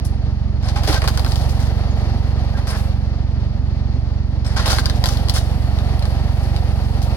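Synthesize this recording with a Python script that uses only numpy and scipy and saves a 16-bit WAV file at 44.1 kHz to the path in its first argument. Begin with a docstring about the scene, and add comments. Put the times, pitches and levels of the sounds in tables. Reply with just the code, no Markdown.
"""A diesel tractor idles with thud, clatter and rattle; twice it labours as a log splitter's valve opens.
Oil hisses and a birch log tears apart with rips, creaks, knocks and sharp cracks; steel clinks, a bird calls.
Engine sounds follow a count of firings: pulses for the exhaust, shaped noise for the machine, a sine for the pump.
Bursts of tiny breaks excite the resonances of fibres and log; knocks and clinks are sums of dying sine modes.
Dense reflections from woodpiles and forest edge surround everything but the engine."""
import sys
import numpy as np
from scipy import signal
from scipy.fft import rfft, irfft
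from scipy.io import wavfile

SR = 44100
rng = np.random.default_rng(int(sys.argv[2]) if len(sys.argv) > 2 else 0)


def inscribe(sig):
    """Save sig as 16-bit PCM at rate SR to the path in sys.argv[1].

    A 1-D sig is mono; a 2-D sig holds one channel per row.
    Samples are clipped to [-1, 1] before scaling.
    """
    pcm = np.round(np.clip(np.atleast_2d(sig).T, -1, 1) * 32767)
    wavfile.write(sys.argv[1], SR, pcm.astype(np.int16))


N = 315756
TIME = np.arange(N) / SR

# strokes of the ram: (valve opens t/s, valve closes t/s, time scale of the log's resistance/s,
# share of full pressure that pushes on through the split log/0-1)
STROKES = [(.6, 2.78, 0.47, 0.5), (4.46, 7.3, 0.092, 0.81)]
IDLE_HZ = 22.988  # firings per second
CONTACT_S = .06  # from the opening of the valve until the wedge meets the log
CLATTER_POWER = .43  # below 1: diesel knock and rattle harden already at light load


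def from_db(db):
    """Decibels to gain."""
    return 10 ** (np.asarray(db) / 20)


def rms_one(x):
    """Scale to rms 1."""
    return x / np.sqrt(np.mean(x ** 2) + 1e-20)


def at_hz(points, hz):
    """Read a spectrum on a log-frequency axis."""
    point_hz, value = np.array(points).T
    return np.interp(np.log(hz), np.log(point_hz), value)


def drift(rate):
    """Smooth chance of rms 1 that takes a new direction rate times a second."""
    knots = rng.standard_normal(4096)
    return rms_one(np.interp(TIME * rate, np.arange(len(knots)), knots))


def since(s):
    """Seconds gone by since time s, zero before it."""
    return np.maximum(TIME - s, 0)


def add(track, s, sound):
    """Lay a sound into a track at time s."""
    start = max(int(s * SR), 0)
    track[..., start:start + sound.shape[-1]] += sound[..., :N - start]


def resonance(x, hz, width_hz):
    """Two-pole resonance with gain 1 on top."""
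    radius = np.exp(-np.pi * width_hz / SR)
    zeros = np.array([1, 0, -1]) * (1 - radius ** 2) / 2
    poles = [1, -2 * radius * np.cos(2 * np.pi * hz / SR), radius ** 2]
    return signal.lfilter(zeros, poles, x + 1e-18)


def body(x, modes, scatter_octaves):
    """Parallel resonances, tuned a little differently for every break; white noise keeps its power."""
    click = signal.unit_impulse(SR // 20)
    detune = 2 ** (scatter_octaves * (2 * rng.random(len(modes)) - 1))
    response = np.zeros(len(click))
    for k, (hz, width, db) in enumerate(modes):
        # alternating signs avoid deep notches between neighbours
        response += (-1) ** k * from_db(db) * resonance(click, hz * detune[k], width)
    return signal.fftconvolve(x, response[None] / np.linalg.norm(response), axes=1)


def stereo_noise(spectrum):
    """Steady noise of a given colour, its two channels alike only as far as a table allows; rms 1."""
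    # left-right likeness of the machine noise: (f/Hz, likeness/0-1)
    likeness = [(100, 1), (300, 0.87), (800, 0.71), (1500, 0.88), (3000, 0.48), (6000, 0.22), (12000, 0)]
    hz = np.fft.rfftfreq(N, 1 / SR) + 1e-3
    low_skirt = 1 + (spectrum[0][0] / hz) ** 4
    high_skirt = 1 + (hz / spectrum[-1][0]) ** 12
    alike = np.clip(at_hz(likeness, hz), 0, 1)
    mid, side = rfft(rng.standard_normal((2, N)))
    both = np.sqrt(1 + alike) * mid + np.sqrt(1 - alike) * side * [[1], [-1]]
    colour = from_db(at_hz(spectrum, hz)) / np.sqrt(low_skirt * high_skirt)
    return rms_one(irfft(both * colour, N))


def oil_pressure():
    """0-1: builds as the valve opens, peaks as the wedge forces the log, holds, drains as the valve closes."""
    open_s, close_s = .062, .092  # time constants of the oil pressure
    wedge_peak_s = .66  # the log resists most this long after the valve opens
    pressure = np.zeros(N)
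    for opens, closes, resists_s, hold in STROKES:
        valve = (1 - np.exp(-since(opens) / open_s)) * np.exp(-since(closes) / close_s)
        wedge = np.exp(-((since(opens) - wedge_peak_s) / resists_s) ** 2)
        pressure += valve * (hold + (1 - hold) * wedge)
    return np.clip(pressure, 0, 1)


def crankshaft():
    """Running count of firings: a steady idle that sags under load at the start of each stroke, then recovers."""
    first_firing_s = .022
    sag_hz, sag_s = .4, .13  # deepest sag, in firings per second, and when it comes after the valve opens
    sag = sum(since(opens) / sag_s * np.exp(1 - since(opens) / sag_s) for opens, *_ in STROKES)
    return np.cumsum(IDLE_HZ - sag_hz * sag) / SR - first_firing_s * IDLE_HZ


def combustion_db(firings):
    """Strength of the burning: an unequal pattern over three cylinders, plus chance at the firing rate."""
    cylinder_pattern = .6 * np.cos(2 * np.pi * firings / 3)
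    return cylinder_pattern + 1.0 * drift(IDLE_HZ)


def exhaust(firings):
    """One smooth pressure pulse per firing, summed from harmonics of the firing rate; rms 1."""
    # exhaust pulse: (multiple of the firing rate, relative level/dB)
    harmonics = [(1, -36), (2, 3.5), (3, 3.5), (4, -2), (5, -3), (6, -9), (7, -20), (8, -66), (9, -37),
                 (10, -27.5)]
    pulses = sum(from_db(db) * np.cos(2 * np.pi * round(multiple) * firings) for multiple, db in harmonics)
    return rms_one(pulses)


def guard_rattle(firings, pressure):
    """Each firing kicks a loose guard, whose resonances give a short, throaty rattle, harder under load."""
    # resonances of the guard: (f/Hz, width/Hz, relative level/dB)
    guard_modes = [(722, 42, -0.5), (812, 16, 2), (932, 5.4, 1)]
    kick_phase, kick_fade = .38, .35  # when it is kicked and how fast it settles, in firings
    idle_db, rise_db = -55, 16.5  # at idle; added at full pressure
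    kicks = np.exp(-((firings - kick_phase) % 1) / kick_fade) * from_db(2.0 * drift(23))
    contacts = kicks * stereo_noise([(400, 0), (1500, 0)])
    ringing = np.zeros((2, N))
    for k, (hz, width, db) in enumerate(guard_modes):
        ringing += (-1) ** k * from_db(db) * resonance(contacts, hz, width)
    return from_db(idle_db + rise_db * pressure ** CLATTER_POWER) * rms_one(ringing)


def pump_hum(firings):
    """The crankshaft turns the hydraulic pump: a sine locked to the firings, wavering in level and phase."""
    level_db = -32.5 + 1.0 * drift(13)
    turns = 2 * np.pi * 8.88 * firings  # 8.88 pump cycles per firing
    return from_db(level_db) * np.sin(turns + .35 * drift(6))


def oil_hiss(pressure, throb):
    """Oil forced through the valve: bright noise that grows with pressure and bursts as the valve closes."""
    # hiss spectrum: (f/Hz, relative density level/dB)
    hiss_spectrum = [(1000, -2), (2800, 10.5), (4500, -5.5), (6000, -3), (8000, 3), (9700, -3), (10600, 3),
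                     (12000, 1), (15000, -0.5)]
    idle_db, rise_db = -70, 23  # at idle; added at full pressure
    dump_db, dump_fade_s = -47, .089  # oil escapes as the valve closes
    dump = sum((TIME > closes) * np.exp(-since(closes) / dump_fade_s) for _, closes, *_ in STROKES)
    flow = from_db(idle_db + rise_db * pressure) + from_db(dump_db) * dump
    return flow * stereo_noise(hiss_spectrum) * from_db(.4 * throb + 1.1 * drift(14))


def tractor(pressure):
    """Exhaust, block, diesel clatter, guard, pump and oil: timed by the crankshaft, most swell with pressure."""
    # spectra of block rumble and diesel clatter: (f/Hz, relative density level/dB)
    rumble_spectrum = [(30, -29), (60, 4), (110, 1), (170, -3.5), (215, -6.5), (250, -2.5), (290, -12.5),
                       (350, -12), (450, -31), (900, -29)]
    clatter_spectrum = [(200, -5), (330, -3.5), (450, -1.5), (600, 0), (790, -1.5), (1000, -8),
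                        (1400, -13.5), (2000, -17), (2800, -17.5), (4500, -22), (6000, -26.5),
                        (8000, -39.5), (10500, -47.5), (15000, -57)]
    # ringing panels of the tractor and splitter: (f/Hz, width/Hz, level against the clatter/dB)
    panels = [(1220, 12, 3.5), (1345, 24, 1), (1530, 11, -19), (1860, 284, -1), (4430, 240, -4)]
    # levels at idle, ahead of the modulation by each firing
    exhaust_db, rumble_db, clatter_db = -15, -29.5, -40.5
    effort_rise_db, clatter_rise_db = 2.0, 7  # added at full pressure
    dip_s, dip_length_s, dip_db = 2.7, .084, 3  # thud and rumble briefly weaker around the valve's closing

    firings = crankshaft()
    dip = np.exp(-((TIME - dip_s) / dip_length_s) ** 2)
    effort_db = effort_rise_db * pressure - dip_db * dip
    burn_db = combustion_db(firings)
    throb = np.cos(2 * np.pi * (firings - .66))  # combustion falls between the exhaust pulses
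    since_tap = 3 * firings % 1  # injector and two valves per firing
    taps = np.exp(-since_tap / .095) * (1 + .5 * drift(75))

    thud = from_db(exhaust_db + effort_db) * exhaust(firings) * from_db(.17 * burn_db)
    rumble = from_db(rumble_db + effort_db) * stereo_noise(rumble_spectrum)
    rumble = rumble * from_db(2.44 * throb + .5 * burn_db)
    clatter = from_db(clatter_db + clatter_rise_db * pressure ** CLATTER_POWER) * stereo_noise(clatter_spectrum)
    clatter = clatter * from_db(.9 * throb + 1.45 * taps + burn_db)
    clatter = clatter + sum(from_db(db) * resonance(clatter, hz, width) for hz, width, db in panels)
    machine = thud + rumble + clatter + guard_rattle(firings, pressure)
    return machine + pump_hum(firings) + oil_hiss(pressure, throb)


def fractures(length_s, fade_s, per_s, spread_db, aside):
    """A run of tiny uneven breaks, each leaning to one side: about rms 1 while it lasts, then dying away."""
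    t = TIME[:SR // 4]
    chance = rng.random(len(t))
    size, direction = rng.standard_normal((2, len(t)))
    breaks = (chance < per_s / SR) * from_db(spread_db * np.clip(size, -2, 2)) * rng.choice([-1, 1], len(t))
    shape = np.exp(-np.maximum(t - length_s, 0) / fade_s)
    both = breaks * shape * (1 + aside * direction * [[1], [-1]])
    return rms_one(both) * np.sqrt(np.mean(shape ** 2))


def clinks(focus_octaves, scrape_db):
    """Each touch scrapes briefly and rings the steel modes, most strongly those near one pitch."""
    # steel touches: (t/s, level/dB, pitch that rings most f/Hz)
    touches = [(0.047, -28.5, 11050), (.643, -43, 5200), (0.657, -47, 9600), (2.671, -39, 7900),
               (2.69, -32, 5060), (2.702, -34, 9600), (4.459, -38.5, 8100), (4.464, -38, 5200),
               (5.337, -32.5, 9800), (5.353, -40, 9700), (5.374, -42, 9900), (6.685, -51, 9550)]
    # steel modes: (f/Hz, relative level/dB, t60/s)
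    steel_modes = [(5215, 11, 0.031), (8170, 0.5, 0.14), (9500, -1, 0.1), (10080, -2.5, 0.07),
                   (10600, -12, .06), (12100, -11, .07)]
    out, t = np.zeros((2, N)), TIME[:SR // 4]
    for s, db, main_hz in touches:
        scrape = fractures(length_s=.0085, fade_s=.015, per_s=7200, spread_db=6, aside=.98)
        add(out, s, from_db(db + scrape_db) * resonance(scrape, 5800, 6600))
        for hz, mode_db, t60 in steel_modes:
            share = 1 / (1 + (np.log2(hz / main_hz) / focus_octaves) ** 2)
            ring = np.sin(2 * np.pi * (hz * t + rng.random())) * from_db(db + mode_db - 60 * t / t60)
            add(out, s, share * ring * (1 - np.exp(-t / .0015)))
    return out * from_db(2.3 * drift(500))  # loose parts chatter as they ring


def small_breaks(pressure, start, end, count):
    """Unevenly spaced breaks of random size, louder under more pressure: (t/s, relative level/dB)."""
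    spread_db, slack_loss_db = 4, 16  # the loss applies without pressure
    when, size = rng.random((count, 2)).T
    s = start + (end - start) * (np.arange(count) + when) / count
    slack = 1 - np.interp(s, TIME, pressure)
    return zip(s, spread_db * (2 * size - 1) - slack_loss_db * slack)


def frays(pressure):
    """Faint rips while the wedge goes in: (t/s, length/s, snapping/dB, log body/dB, treble/dB)."""
    end_s, length_s = 1.05, .032  # last possible start after the valve opens; length of a rip
    snap_db, body_db = -43.5, -41.5  # at full pressure, ahead of the random size
    rows = []
    for opens, *_ in STROKES:
        for s, db in small_breaks(pressure, opens + CONTACT_S, opens + end_s, count=14):
            rows.append((s, length_s, snap_db + db, body_db + db, 0))
    return rows


def splinters(pressure):
    """Small cracks along each stroke: (t/s, level/dB, body and ring relative to it/dB, ring f/Hz)."""
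    crack_db = -42.5  # at full pressure, ahead of the random size
    body_db, ring_db, ring_hz = -3, -5, 4500
    rows = []
    for opens, closes, *_ in STROKES:
        for s, db in small_breaks(pressure, opens + CONTACT_S, min(closes, TIME[-1]), count=12):
            rows.append((s, crack_db + db, body_db, ring_db, ring_hz))
    return rows


def fibres(x, scatter_octaves):
    """The bright voice of snapping fibres, too thin to radiate much bass."""
    # fibre resonances: (f/Hz, width/Hz, relative level/dB)
    fibre_modes = [(3230, 1030, 0.5), (4900, 1570, 2.5), (6060, 3020, -3), (9900, 2700, -7),
                   (13300, 15000, -13.5)]
    bass_cut = signal.butter(2, 1100, "high", fs=SR, output="sos")
    return signal.sosfilt(bass_cut, body(x, fibre_modes, scatter_octaves))


def treble(x, db):
    """Raise or lower the range above about 7 kHz."""
    low = signal.sosfilt(signal.butter(1, 7000, fs=SR, output="sos"), x)
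    return low + from_db(db) * (x - low)


def splitting_log(pressure):
    """Rips and millisecond cracks excite fibres and log; each crack leaves a splinter ringing in two modes."""
    # rips of the fibres, brief or drawn out:
    # (t/s, length/s, snapping level/dB, log body level/dB, treble shelf/dB)
    rip_rows = [(.624, 0.098, -43.5, -38, -15), (.682, 0.016, -29, -29.5, -26),
                (.757, 0.038, -32.5, -28.5, -21), (.832, 0.039, -35.5, -30.5, 2.5),
                (.873, 0.074, -27.5, -24.5, 1), (.917, 0.063, -29, -23, -2), (1.036, 0.015, -34, -21, 5),
                (1.076, 0.0082, -23.5, -20.5, 5.5), (1.275, 0.069, -46, -45, 10),
                (1.356, 0.057, -52, -55, 15.5), (1.491, 0.031, -46.5, -45, 11.5),
                (1.592, 0.041, -46, -34.5, 9), (1.652, 0.046, -45.5, -56, 0),
                (2.568, 0.033, -44, -33.5, -14), (2.669, 0.036, -40, -32.5, 8),
                (2.7, 0.063, -40.5, -29.5, 0.5), (2.765, 0.044, -45, -40, 6),
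                (4.445, 0.083, -40.5, -35.5, -19), (4.561, 0.042, -30.5, -27, -23),
                (4.59, 0.07, -32, -28, -18), (4.66, 0.062, -27, -25, 1), (4.698, 0.077, -28, -25.5, 2),
                (4.786, 0.019, -31.5, -36, 2), (5.06, 0.022, -32, -36, 5), (5.085, 0.066, -38, -41, 4.5),
                (5.337, 0.026, -33, -32, 6.5), (5.356, 0.029, -28.5, -29, 3.5),
                (6.43, 0.015, -51.5, -51, 11.5), (7.02, 0.027, -51.5, -52, 17)]
    # cracks: (t/s, level/dB, log body relative to it ahead of a 6 dB lift/dB,
    # splinter ring relative to it/dB, ring f/Hz)
    crack_rows = [(.876, -34, 7, -6, 4440), (.943, -29.5, 1, -5, 4600), (1.0189, -28, 2, 7, 4130),
                  (1.0755, -22, -7, 1, 4300), (1.1742, -22.5, -12, 4, 4640), (1.1944, -26.5, -5, -16, 4400),
                  (1.2466, -27, -1.5, -2, 3800), (1.2626, -28, -2, -10, 4600),
                  (1.3199, -28.5, -13, 1, 4260), (1.3573, -28.5, -16, -4, 5160),
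                  (1.3962, -39, -23, -8, 4400), (4.5625, -39, -3, 11, 4500), (4.6585, -23, -5, 6, 5270),
                  (4.6784, -26, -4, 3, 4270), (4.7005, -31, 4, 1, 4840), (4.7299, -25, 3.5, 7, 4530),
                  (4.7845, -21, -1, 0, 4300), (4.8574, -21.5, -7, 7, 4600), (4.8975, -24.5, -5, -8, 4300),
                  (5.0397, -19, -6, 3.5, 4670), (5.0572, -18, -9, -11, 4970),
                  (5.0878, -24.5, -5.5, 7, 5840), (5.1716, -28.5, -16, -4, 3520),
                  (5.2845, -28, -6, 2, 4800), (5.2962, -16.5, -15, -2, 4600), (5.361, -30, 1, -2, 4450),
                  (5.7876, -39.5, -2, 13, 3630), (5.993, -35, -19, 2, 4600), (6.0248, -38, 1, 14, 4170),
                  (6.054, -35, 2, -4, 5200), (6.5627, -30, -5, -6, 3550), (7.0177, -35.5, -20, -16, 4700)]
    # resonances of the log: (f/Hz, width/Hz, relative level/dB)
    log_modes = [(327, 210, -4), (540, 350, 2.5), (743, 202, 7), (1080, 264, 2), (1430, 267, 2.5),
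                 (1720, 325, 0.5), (2340, 900, -6.5)]
    attack_s, loss_db = .0011, 5.5  # a rip takes hold quickly and weakens by this much along its length
    splinter_t60_s, low_ratio, low_db = .008, .715, -4.5  # lower mode relative to the main one
    rips, cracks, t = np.zeros((2, N)), np.zeros((2, N)), TIME[:SR // 4]

    for s, length, snap_db, body_db, treble_db in list(rip_rows) + frays(pressure):
        shape = (1 - np.exp(-t / attack_s)) * from_db(-loss_db * np.minimum(t / length, 1))
        snaps = fractures(length, fade_s=.0083, per_s=3500, spread_db=4.5, aside=.67)
        thumps = fractures(length, fade_s=.0041, per_s=1600, spread_db=2.5, aside=.2)
        bright = fibres(from_db(snap_db) * shape * snaps, scatter_octaves=.08)
        woody = body(from_db(body_db) * shape * thumps, log_modes, scatter_octaves=.074)
        add(rips, s, treble(bright, treble_db) + woody)

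    for s, db, body_db, ring_db, ring_hz in list(crack_rows) + splinters(pressure):
        crack = from_db(db) * fractures(length_s=.0012, fade_s=.0015, per_s=17000, spread_db=2.5, aside=.51)
        turn = 2 * np.pi * ring_hz * t
        ring = np.sin(turn) + from_db(low_db) * np.sin(low_ratio * turn)
        add(cracks, s, from_db(db + ring_db - 60 * t / splinter_t60_s) * ring)
        woody = from_db(body_db + 6.0) * body(crack, log_modes, scatter_octaves=.11)
        add(cracks, s, fibres(crack, scatter_octaves=.16) + woody)
    return cracks + rips * from_db(1.25 * drift(160))  # fibres let go in bundles


def creaks():
    """Wood sticks and slips on the steel wedge: a short, unsteady tone that swells and fades."""
    # creaks: (t/s, length/s, peak level/dB, pitch f/Hz)
    creak_rows = [(0.754, .045, -29.5, 820), (0.954, .034, -31, 1560), (2.54, .034, -36, 1580),
                  (4.582, .022, -31, 1440), (4.711, .034, -23, 1420)]
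    waver = 1 + .018 * drift(200)  # share by which the pitch wavers
    turns = 2 * np.pi * np.cumsum(waver) / SR
    out = np.zeros(N)
    for s, length, db, hz in creak_rows:
        swell = np.sin(np.pi * np.minimum(since(s) / length, 1))
        out += from_db(db) * swell * np.sin(hz * turns)
    return out * from_db(2 * drift(250))


def knocks():
    """Knocks on wedge and foot plate ring the log's modes, mostly near a pitch set by where it is struck."""
    # knocks: (t/s, level/dB, pitch that rings most f/Hz)
    strikes = [(.877, -15, 615), (.892, -16, 312), (.902, -17, 480), (.929, -26, 800), (.941, -22, 780),
               (1.027, -22, 700), (1.04, -19, 1150), (1.076, -18.5, 950), (1.175, -23.5, 1580),
               (1.262, -27, 1200), (4.571, -24, 950), (4.584, -29, 720), (4.658, -21, 900),
               (4.678, -23, 303), (4.698, -27, 800), (4.717, -25, 600), (4.73, -20.5, 700),
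               (4.7838, -19, 1420), (4.861, -23, 1580), (4.8967, -28, 1490), (5.039, -17, 840),
               (5.058, -23.5, 800), (5.088, -31, 1420), (5.113, -33, 700), (5.361, -36, 1060),
               (6.023, -29, 680)]
    # modes of the log: (f/Hz, relative level/dB, t60/s)
    wood_modes = [(304, 2.5, 0.085), (430, 0, 0.074), (584, -4.5, 0.069), (730, -2, 0.073),
                  (893, -1, 0.067), (1055, -2, 0.093), (1210, -6, 0.057), (1403, -0.5, 0.052),
                  (1544, 0, 0.045), (1690, -6, .05)]
    focus_octaves, contact_s = .48, .00025  # spread of the modes one knock wakes; rise time
    scatter_octaves, spread_db = .05, 2.5  # modes shift as the log opens and share each force differently
    out, t = np.zeros(N), TIME[:SR // 4]
    hz, mode_db, t60 = np.transpose(wood_modes)[..., None]
    for s, db, main_hz in strikes:
        phase, luck, shift = rng.random((3, len(wood_modes), 1))
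        pitch = hz * 2 ** (scatter_octaves * (2 * shift - 1))
        focus = 1 / (1 + (np.log2(hz / main_hz) / focus_octaves) ** 2)
        share = focus * from_db(mode_db + spread_db * (2 * luck - 1))
        share = share / np.linalg.norm(share)
        modes = share * np.sin(2 * np.pi * (pitch * t + phase)) * from_db(-60 * t / t60)
        add(out, s, from_db(db) * modes.sum(axis=0) * (1 - np.exp(-t / contact_s)))
    return out


def bird(count):
    """A fading run of thin sine whistles, each gliding down ever faster."""
    start_s, gap_s, note_s = 1.892, .073, .038  # gap from one start to the next
    high_hz, low_hz, first_db, loss_db = 7100, 6000, -48, 6  # loss from each note to the next
    out, u = np.zeros(N), np.linspace(0, 1, int(note_s * SR))
    hz = high_hz + (low_hz - high_hz) * u ** 1.6
    note = np.sin(np.pi * u) * np.sin(2 * np.pi * np.cumsum(hz) / SR)
    for k in range(count):
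        add(out, start_s + k * gap_s, from_db(first_db - k * loss_db) * note)
    return out


def scatter(x, t60, delay_s, cut_hz):
    """Dense dying reflections, different in each channel; white noise keeps its power."""
    t = TIME[:SR]
    tail = rng.standard_normal((2, SR)) * from_db(-60 * t / t60) * (t > delay_s)
    tail = signal.sosfilt(signal.butter(1, cut_hz, fs=SR, output="sos"), tail)
    return signal.fftconvolve(x[None], tail / np.linalg.norm(tail, axis=1, keepdims=True), axes=1)[:, :N]


def scene():
    """Oil pressure loads the engine and breaks the log; all but the engine scatters off woodpiles and forest."""
    pressure = oil_pressure()
    engine = tractor(pressure)
    direct = clinks(focus_octaves=.087, scrape_db=-7.5) + splitting_log(pressure)
    direct = direct + creaks() + knocks() + bird(count=4)
    middle = direct.mean(axis=0)
    woodpiles = from_db(-4.5) * scatter(middle, t60=.06, delay_s=.00357, cut_hz=21000)
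    forest = from_db(-13.0) * scatter(middle, t60=.37, delay_s=.024, cut_hz=21050)
    return direct + woodpiles + forest + engine


def record(dry):
    """The left loses bass and rings at two treble resonances, the right lags; both ends of the range are cut."""
    right_lag_s = .000099
    left, right = dry
    left = signal.sosfilt(signal.butter(1, 75, "high", fs=SR, output="sos"), left) * from_db(-1.5)
    left = left + 2.37 * resonance(left, 4715, 1510) + 2.0 * resonance(left, 10010, 1300)
    lag = np.exp(-2j * np.pi * np.fft.rfftfreq(N, 1 / SR) * right_lag_s)
    right = irfft(rfft(right) * lag, N)
    both = signal.sosfilt(signal.butter(4, 45, "high", fs=SR, output="sos"), [left, right])
    return signal.sosfilt(signal.ellip(10, .2, 80, 15900, fs=SR, output="sos"), both)


dry = scene()
out = record(dry)
inscribe(out)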